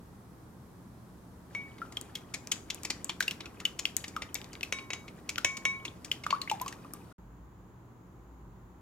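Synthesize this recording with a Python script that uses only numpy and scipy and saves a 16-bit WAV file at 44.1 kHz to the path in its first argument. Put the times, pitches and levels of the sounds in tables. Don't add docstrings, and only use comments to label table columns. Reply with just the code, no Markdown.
import sys
import numpy as np
from scipy import signal
from scipy.fft import rfft, irfft
from scipy.io import wavfile
from scipy.ndimage import uniform_filter1d

SR = 44100
rng = np.random.default_rng(int(sys.argv[2]) if len(sys.argv) > 2 else 0)


def to_wav(sig):
    pcm = np.clip(np.atleast_2d(sig), -1, 1) * 32767
    pcm = np.round(pcm).astype(np.int16)
    wavfile.write(sys.argv[1], SR, pcm.T)


N = 388521
TIME = np.arange(N) / SR

SKID_S, CHATTER_S, PLAIN_TREBLE_DB = 0.005, 0.0051, -18
STICK_WIDTH_HZ, STICK_DB = 340, 8
LINGER, LINGER_S = 0.074, 0.026
# pitch_hz, level_db (relative)
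WOOD_COLOUR = [(500, -14), (1100, -4), (1600, -14), (2200, 2.5), (3200, -2), (7000, -3), (9000, -14.5),
               (16000, -27.5)]
# push_s (before late_s), level_db (before gain_db),
# resonance_hz (strongest), treble_db (against the whole knock)
KNOCKS = [(1.7822, -43.5, 2220, -29), (1.9228, -38, 2000, -9), (2.3408, -21, 1900, -14),
          (2.5171, -14, 3320, -7.5), (2.7022, -19.5, 3430, -18), (2.85, -21.5, 2020, -12.5),
          (2.9028, -17, 4630, -17.5), (3.0945, -19, 3160, -24.5), (3.225, -22.5, 3660, -14),
          (3.4062, -29, 3670, -26), (3.457, -32, 2570, -20.5), (3.6012, -31, 2000, -18),
          (3.7915, -20, 6900, -15), (4.041, -26, 1890, -22.5), (4.0804, -31.5, 4860, -6),
          (4.2209, -23.5, 2110, -22.5), (4.353, -22, 2120, -17.5), (4.531, -35, 4670, -12),
          (4.787, -28, 2540, -32), (4.9324, -21.5, 6600, -22), (5.08, -34.5, 2230, -23.5),
          (5.292, -19, 2320, -13.5), (5.57, -26.5, 2100, -12.5), (5.8519, -23.5, 2750, -17),
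          (6.047, -30, 3540, -6.5), (6.238, -28.5, 2170, -22), (6.3057, -18, 4660, -27),
          (6.68, -27, 2880, -9.5)]


def knocks(gain_db=-2, late_s=0.0013):
    out = np.zeros((2, N))
    for push_s, level_db, resonance_hz, treble_db in KNOCKS:
        knock = contact(WOOD_COLOUR, CHATTER_S, chatter=1.7, peak_hz=resonance_hz, peak_db=STICK_DB,
                        treble_db=treble_db - PLAIN_TREBLE_DB, lead=SKID_S, linger=LINGER)
        add(out, push_s + late_s - SKID_S, amp(level_db + gain_db) * placed(knock, early_db=-12))
    return out


TWIN_HZ, TWIN_DB = 17, -15
# pitch_hz, level_db (relative)
BARE_COLOUR = [(250, -12.5), (480, 4), (850, -6.5), (2600, 12), (4600, -3.5), (6700, 5.5), (9000, -15),
               (16000, -25)]
# pitch_hz, level_db (relative), t60_s
BOWL_MODES = [(1071, -16, 0.66), (2243, 0.5, 0.35), (3828, -18, 0.3), (5735, -17.5, 0.26),
              (7994, -25, 0.19), (10520, -28, 0.18)]
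# push_s, knock_db (before gain_db), ring_db,
# fullness_db (per octave away from the main mode), third_db (extra on the third mode)
STRIKES = [(1.55, -30, -32, -8.5, -8), (4.7253, -14.5, -36, 5.5, 6), (4.905, -22.5, -42, 2, 12.5),
           (5.4476, -7.5, -27.5, 0.5, -10.5), (5.6539, -14, -24, -0.5, -2.5)]


def strikes(gain_db=-4, firm_db=-15, skid_s=0.0034, size=30000):
    out, t = np.zeros((2, N)), np.arange(size) / SR
    for push_s, knock_db, ring_db, fullness_db, third_db in STRIKES:
        knock = contact(BARE_COLOUR, skid_s, chatter=1.1, treble_db=(knock_db - firm_db) / 2,
                        lead=skid_s, linger=LINGER)
        add(out, push_s - skid_s, amp(knock_db + gain_db) * placed(knock))
        ring = np.zeros(size)
        for index, (hz, level_db, t60_s) in enumerate(BOWL_MODES):
            twin = amp(TWIN_DB) * np.sin(2 * np.pi * (hz + TWIN_HZ) * t)
            touch_db = fullness_db * abs(np.log2(hz / 2240))
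            spot_db = third_db if index == 2 else 0
            decay_db = -60 * t / t60_s
            ring += amp(level_db + touch_db + spot_db + decay_db) * (np.sin(2 * np.pi * hz * t) + twin)
        add(out, push_s, amp(ring_db) * placed(ring, early_db=-30))
    return out


CLATTER_DB = 3.5


def contact(colour, length, chatter, peak_hz=0, peak_db=0, treble_db=0, width_hz=STICK_WIDTH_HZ,
            lead=0.00049, linger=0, size=4096):
    t, hz = np.arange(size) / SR, np.fft.rfftfreq(size, 1 / SR)
    after = np.maximum(t - lead, 0)
    fade = np.exp(-after / max(length, 1e-4)) + linger * np.exp(-after / LINGER_S)
    build = np.minimum(t / lead, 1) ** 2
    clumps = amp(CLATTER_DB * unit(uniform_filter1d(rng.standard_normal(size), size=44)))
    slips = rng.standard_normal(size) * clumps * build * fade
    push = np.arange(size) == round(lead * SR)
    force = push + chatter * slips / np.linalg.norm(slips)

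    tilt_db = treble_db * np.clip(np.log2(hz / 3500 + 1e-9), 0, 1)
    resonance_db = peak_db / (1 + ((hz - peak_hz) / width_hz) ** 2)
    body_db = read(colour, hz) + tilt_db + resonance_db
    log_gain = np.log(amp(np.r_[body_db, body_db[-2:0:-1]]))
    body = np.exp(np.conj(signal.hilbert(log_gain)))[:len(hz)]
    return unit(irfft(rfft(force) * body)) * np.sqrt(SR / 1000 / size)


SPLUTTER_S, SPLUTTER_RISE_S = 0.0028, 0.002
# pitch_hz, level_db (relative)
WET_COLOUR = [(200, -13), (1000, -20.5), (2200, 5.5), (7200, -1.5), (9000, -10), (13000, -8.5),
              (16000, -20)]
# (against the ring, before wet_db)
POPS = [(1.8172, -31, 1360, 19, 0.066, -36), (1.97, -24.5, 3190, 13, 0.025, -18),
        (2.1538, -28.5, 3270, 24, -0.04, -9.5), (2.5204, -24.5, 3080, 16, -0.19, -16),
        (3.206, -18, 1590, 6.5, -0.21, -14), (3.2797, -19, 2760, 15.5, 0.063, -16.5),
        (3.3099, -25.5, 2970, 5.9, -.2, -11.5), (3.6529, -16.5, 2927, 21, -0.064, -16.5),
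        (3.854, -14, 2870, 5, 0.21, -23), (4.1646, -25, 1288, 12.3, -0.22, -20),
        (4.6309, -24, 2640, 17, -0.16, -11.5), (5.381, -22.5, 1430, 10.6, -0.28, -7.5),
        (5.88, -33.5, 3397, 14.7, 0.22, -31), (6.1153, -17, 3020, 13, 0.032, -19),
        (6.265, -21, 1270, 5.3, -0.18, -25.5), (6.3269, -20, 1147, 19.3, 0.25, -33),
        (6.4164, -23.5, 4220, 9.3, -0.041, -18.5), (6.475, -33, 2170, 15, 0.38, -29),
        (6.498, -23.5, 2860, 9.5, -0.16, -16.5), (6.5139, -22.5, 849, 19.6, -0.14, -15),
        (6.613, -29.5, 996, 16.5, 0.087, -20), (6.662, -31, 1123, 16, 0.14, -19),
        (6.726, -37, 1870, 7.7, .1, -10.5), (6.847, -46.5, 1210, 13, .15, -23),
        (6.936, -43, 1210, 12, -0.032, -32)]


def pops(gain_db=2, wet_db=10):
    out = np.zeros((2, N))
    for start_s, level_db, pitch_hz, cycles, glide, splutter_db in POPS:
        wet = amp(splutter_db + wet_db)
        pop = wet * contact(WET_COLOUR, SPLUTTER_S, chatter=6.8, lead=SPLUTTER_RISE_S, linger=2 * LINGER)
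        add(pop, SPLUTTER_RISE_S, bubble(pitch_hz, cycles, glide, wobble=0.021))
        balanced = pop / np.hypot(1, wet)
        add(out, start_s - SPLUTTER_RISE_S, amp(level_db + gain_db) * placed(balanced))
    return out


def bubble(hz, cycles, glide=0, wobble=0, burst=0.777, burst_cycles=3.3, size=4096):
    t, decay = np.arange(size) / SR, cycles / hz
    opening = min(decay / 2, .0006)
    rise = 1 - np.exp(-(t / opening) ** 2)
    fall = np.exp(-(t / decay) ** 1.7)
    shape = rise * fall * (1 + burst * np.exp(-t * hz / burst_cycles))
    waver = 1 + wobble * unit(uniform_filter1d(rng.standard_normal(size), size=90))
    pitch = hz * 2 ** (glide * (t / decay - .5)) * waver
    return shape / shape.max() * np.sin(2 * np.pi * np.cumsum(pitch) / SR)


SNAP_S, SNAP_TREBLE_DB_PER_OCTAVE = 0.0011, 16
# start_s, level_db (before gain_db), pitch_hz
TICKS = [(2.012, -27, 8600), (2.4718, -27.5, 6400), (2.7455, -27, 9700), (2.8336, -27, 8040),
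         (3.0443, -20, 7700), (3.203, -29, 13100), (3.9662, -11.5, 8800), (4.344, -19, 12700),
         (4.4152, -32, 3180), (4.4435, -34.5, 4710), (4.5527, -32.5, 2200), (4.6092, -28, 3170),
         (5.3582, -24.5, 3050), (6.599, -32.5, 3140), (6.616, -23.5, 12200), (6.936, -26.5, 11000)]


def ticks(gain_db=-5.5):
    out = np.zeros((2, N))
    for start_s, level_db, pitch_hz in TICKS:
        treble_db = SNAP_TREBLE_DB_PER_OCTAVE * np.log2(pitch_hz / 4000)
        tick = contact(WET_COLOUR, SNAP_S, chatter=1.3, peak_hz=pitch_hz, peak_db=STICK_DB,
                       width_hz=pitch_hz / 6, treble_db=treble_db)
        add(out, start_s, amp(level_db + gain_db) * placed(tick))
    return out


EVENTS = [*KNOCKS, *POPS, *TICKS, *STRIKES]


def settling(kicks, settle_s):
    return signal.lfilter([1], [1, -np.exp(-1 / (settle_s * SR))], kicks)


def stirring(start_s=1.5, rest=0.64, splash=0.65, settle_s=0.028):
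    hits = np.zeros(N)
    hits[[round(row[0] * SR) for row in EVENTS]] = 1
    surge = np.minimum(settling(hits, settle_s), 1)
    return (TIME > start_s) * (rest + splash * surge)


def spray(settle_s=0.038):
    throws = np.zeros(N)
    for start_s, level_db, *_ in EVENTS:
        throws[round(start_s * SR)] += amp(level_db)
    return settling(throws, settle_s)


FIZZ_PER_S, FIZZ_SPREAD_DB = 1500, 3.5


def squelch(speed, swirl_gain_db=-67, spray_gain_db=-38):
    swirl = amp(swirl_gain_db) * speed * fizz(2 * FIZZ_PER_S, FIZZ_SPREAD_DB / 2)
    return swirl + amp(spray_gain_db) * spray() * fizz(FIZZ_PER_S, FIZZ_SPREAD_DB)


def fizz(per_s, spread_db, count=30):
    out = np.zeros(N)
    for hz, cycles in zip(np.geomspace(1400, 11000, count), np.resize([1.5, 3, 6], count)):
        sizes = amp(spread_db * np.minimum(rng.exponential(1, N), 4))
        moments = rng.random(N) < per_s / count / SR
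        out += signal.oaconvolve(sizes * moments, bubble(hz, cycles))[:N]
    return out


def gurgles(speed, gain_db=-48, per_s=32, cycles=17, count=12):
    out = np.zeros(N)
    for hz in np.geomspace(1050, 2900, count):
        moments = rng.random(N) < per_s / count / SR
        out += signal.oaconvolve(rng.random(N) * moments, bubble(hz, cycles, wobble=.1))[:N]
    return amp(gain_db) * out * speed


# (relative, per Hz)
SLOSH_COLOUR = [(60, -15.5), (300, 5.5), (550, -4.5), (1200, -6.5), (2500, -39)]


def slosh(speed, level_db=-54):
    return amp(level_db) * speed * noise(SLOSH_COLOUR)


# pitch_hz, lead_db (left minus right)
LEFT_LEAD = [(400, 0), (9000, 4.5)]


def placed(sound, early_db=-11, size=1024):
    t, hz = np.arange(size) / SR, np.fft.rfftfreq(size, 1 / SR)
    turn = np.minimum(2 * np.pi * hz * rng.uniform(5e-5, 1.2e-4), rng.uniform(.8, 1.9))
    early = rng.standard_normal((2, size)) * (t > .0003) * np.exp(-t / 0.0059)
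    reflections = rfft(amp(early_db) * unit(early)) / np.sqrt(size)
    paths = np.exp(1j * np.outer([.5, -.5], turn)) + reflections
    sides = amp(np.outer([.5, -.5], read(LEFT_LEAD, hz)))
    response = np.roll(irfft(paths * sides), size // 2, axis=1)
    return signal.oaconvolve(sound[None], response, axes=1)[:, size // 2:][:, :len(sound)]


# pitch_hz, t60_s (before the extra treble loss of dull_db)
ROOM_DECAY = [(1000, 0.53), (3000, 0.23), (14000, 0.42)]


def room(x, tail_db, dull_db=-4, size=20000):
    taps = rng.standard_normal((2, size)) * (np.arange(size) / SR > .004)
    hz, t, z = signal.stft(taps, SR, nperseg=256)
    decay_db = -60 * t / read(ROOM_DECAY, hz)[:, None]
    treble_db = dull_db * np.log2(np.maximum(hz / 6000, 1))[:, None]
    faded = signal.istft(z * amp(decay_db + treble_db), SR, nperseg=256)[1][:, :size]
    tail = unit(faded) / np.sqrt(size)
    return x + amp(tail_db) * signal.oaconvolve(x, tail, axes=1)[:, :N]


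# pitch_hz, level_db (rms, before the wavering)
HUM_LINES = [(119.6, -62.5), (179.6, -63)]


def hum():
    out = np.zeros(N)
    for hz, level_db in HUM_LINES:
        waver = 1 + 0.38 * drift(8.6)
        out += amp(level_db) * np.sqrt(2) * waver * np.sin(2 * np.pi * hz * TIME + 1.3 * drift(1.0))
    return out


# (relative, per Hz)
AIR_COLOUR = [(25, -24), (60, -3), (215, -5.5), (400, -12), (600, -19), (1050, -18), (2700, -35.5),
              (13600, -38), (16000, -44)]


def air(level_db=-52.5):
    return amp(level_db) * noise(AIR_COLOUR)


# (relative, per Hz)
LATE_AIR_COLOUR = [(25, -40), (55, 0.5), (350, -8), (600, -18.5), (1000, -13.5), (2500, -33.5), (5600, -43),
                   (6900, -33), (8500, -48), (12500, -41)]
# time_s, level_db (peak)
DRONE_SWELL = [(7.4, -51), (7.95, -67), (8.3, -50), (8.8, -55.5)]


def late_tone(air_db=-55, drone_hz=54):
    swell = amp(np.interp(TIME, *np.transpose(DRONE_SWELL)))
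    drone = swell * np.sin(2 * np.pi * drone_hz * TIME + 1.2 * drift(6.0))
    return amp(air_db) * noise(LATE_AIR_COLOUR) + hum() + drone


# pitch_hz, share (0 to 1)
AIR_LIKENESS = [(300, 0.89), (1800, 0.092)]


def noise(spectrum):
    hz = np.fft.rfftfreq(N, 1 / SR)
    left, other = rfft(rng.standard_normal((2, N)))
    same = np.clip(read(AIR_LIKENESS, hz), 0, 1)
    right = same * left + np.sqrt(1 - same ** 2) * other
    return unit(irfft(np.array([left, right]) * amp(read(spectrum, hz)), N))


def drift(hz):
    smooth = np.exp(-(np.fft.rfftfreq(N, 1 / SR) / hz) ** 2)
    return unit(irfft(rfft(rng.standard_normal(N)) * smooth, N))


def amp(db):
    return 10 ** (np.asarray(db) / 20)


def unit(x):
    return x / np.sqrt(np.mean(x ** 2) + 1e-20)


def read(points, hz):
    f, value = np.transpose(points)
    return np.interp(np.log(hz + 1), np.log(f + 1), value)


def add(mix, start_s, sound):
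    part = mix[..., round(start_s * SR):][..., :sound.shape[-1]]
    part += sound[..., :part.shape[-1]]


# start_s, end_s
PAUSE = (7.127, 7.181)


def scene(clump_db=-3.0):
    speed = stirring()
    clumpy_speed = speed * amp(clump_db * drift(31))
    egg = pops() + ticks() + placed(squelch(clumpy_speed) + gurgles(speed))
    beating = room(knocks() + strikes(), tail_db=-13.5) + room(egg, tail_db=-16.0) + slosh(speed)
    beating = beating + air() + hum()
    before = np.clip((PAUSE[0] - TIME) / .002, 0, 1)
    after = np.clip((TIME - PAUSE[1]) / .002, 0, 1)
    return before * beating + after * late_tone()


def record(dry, edge_hz=16200):
    low_pass = signal.firwin(255, edge_hz, window=("kaiser", 9), fs=SR)
    return signal.oaconvolve(dry, low_pass[None], "same", axes=1)


dry = scene()
out = record(dry)
to_wav(out)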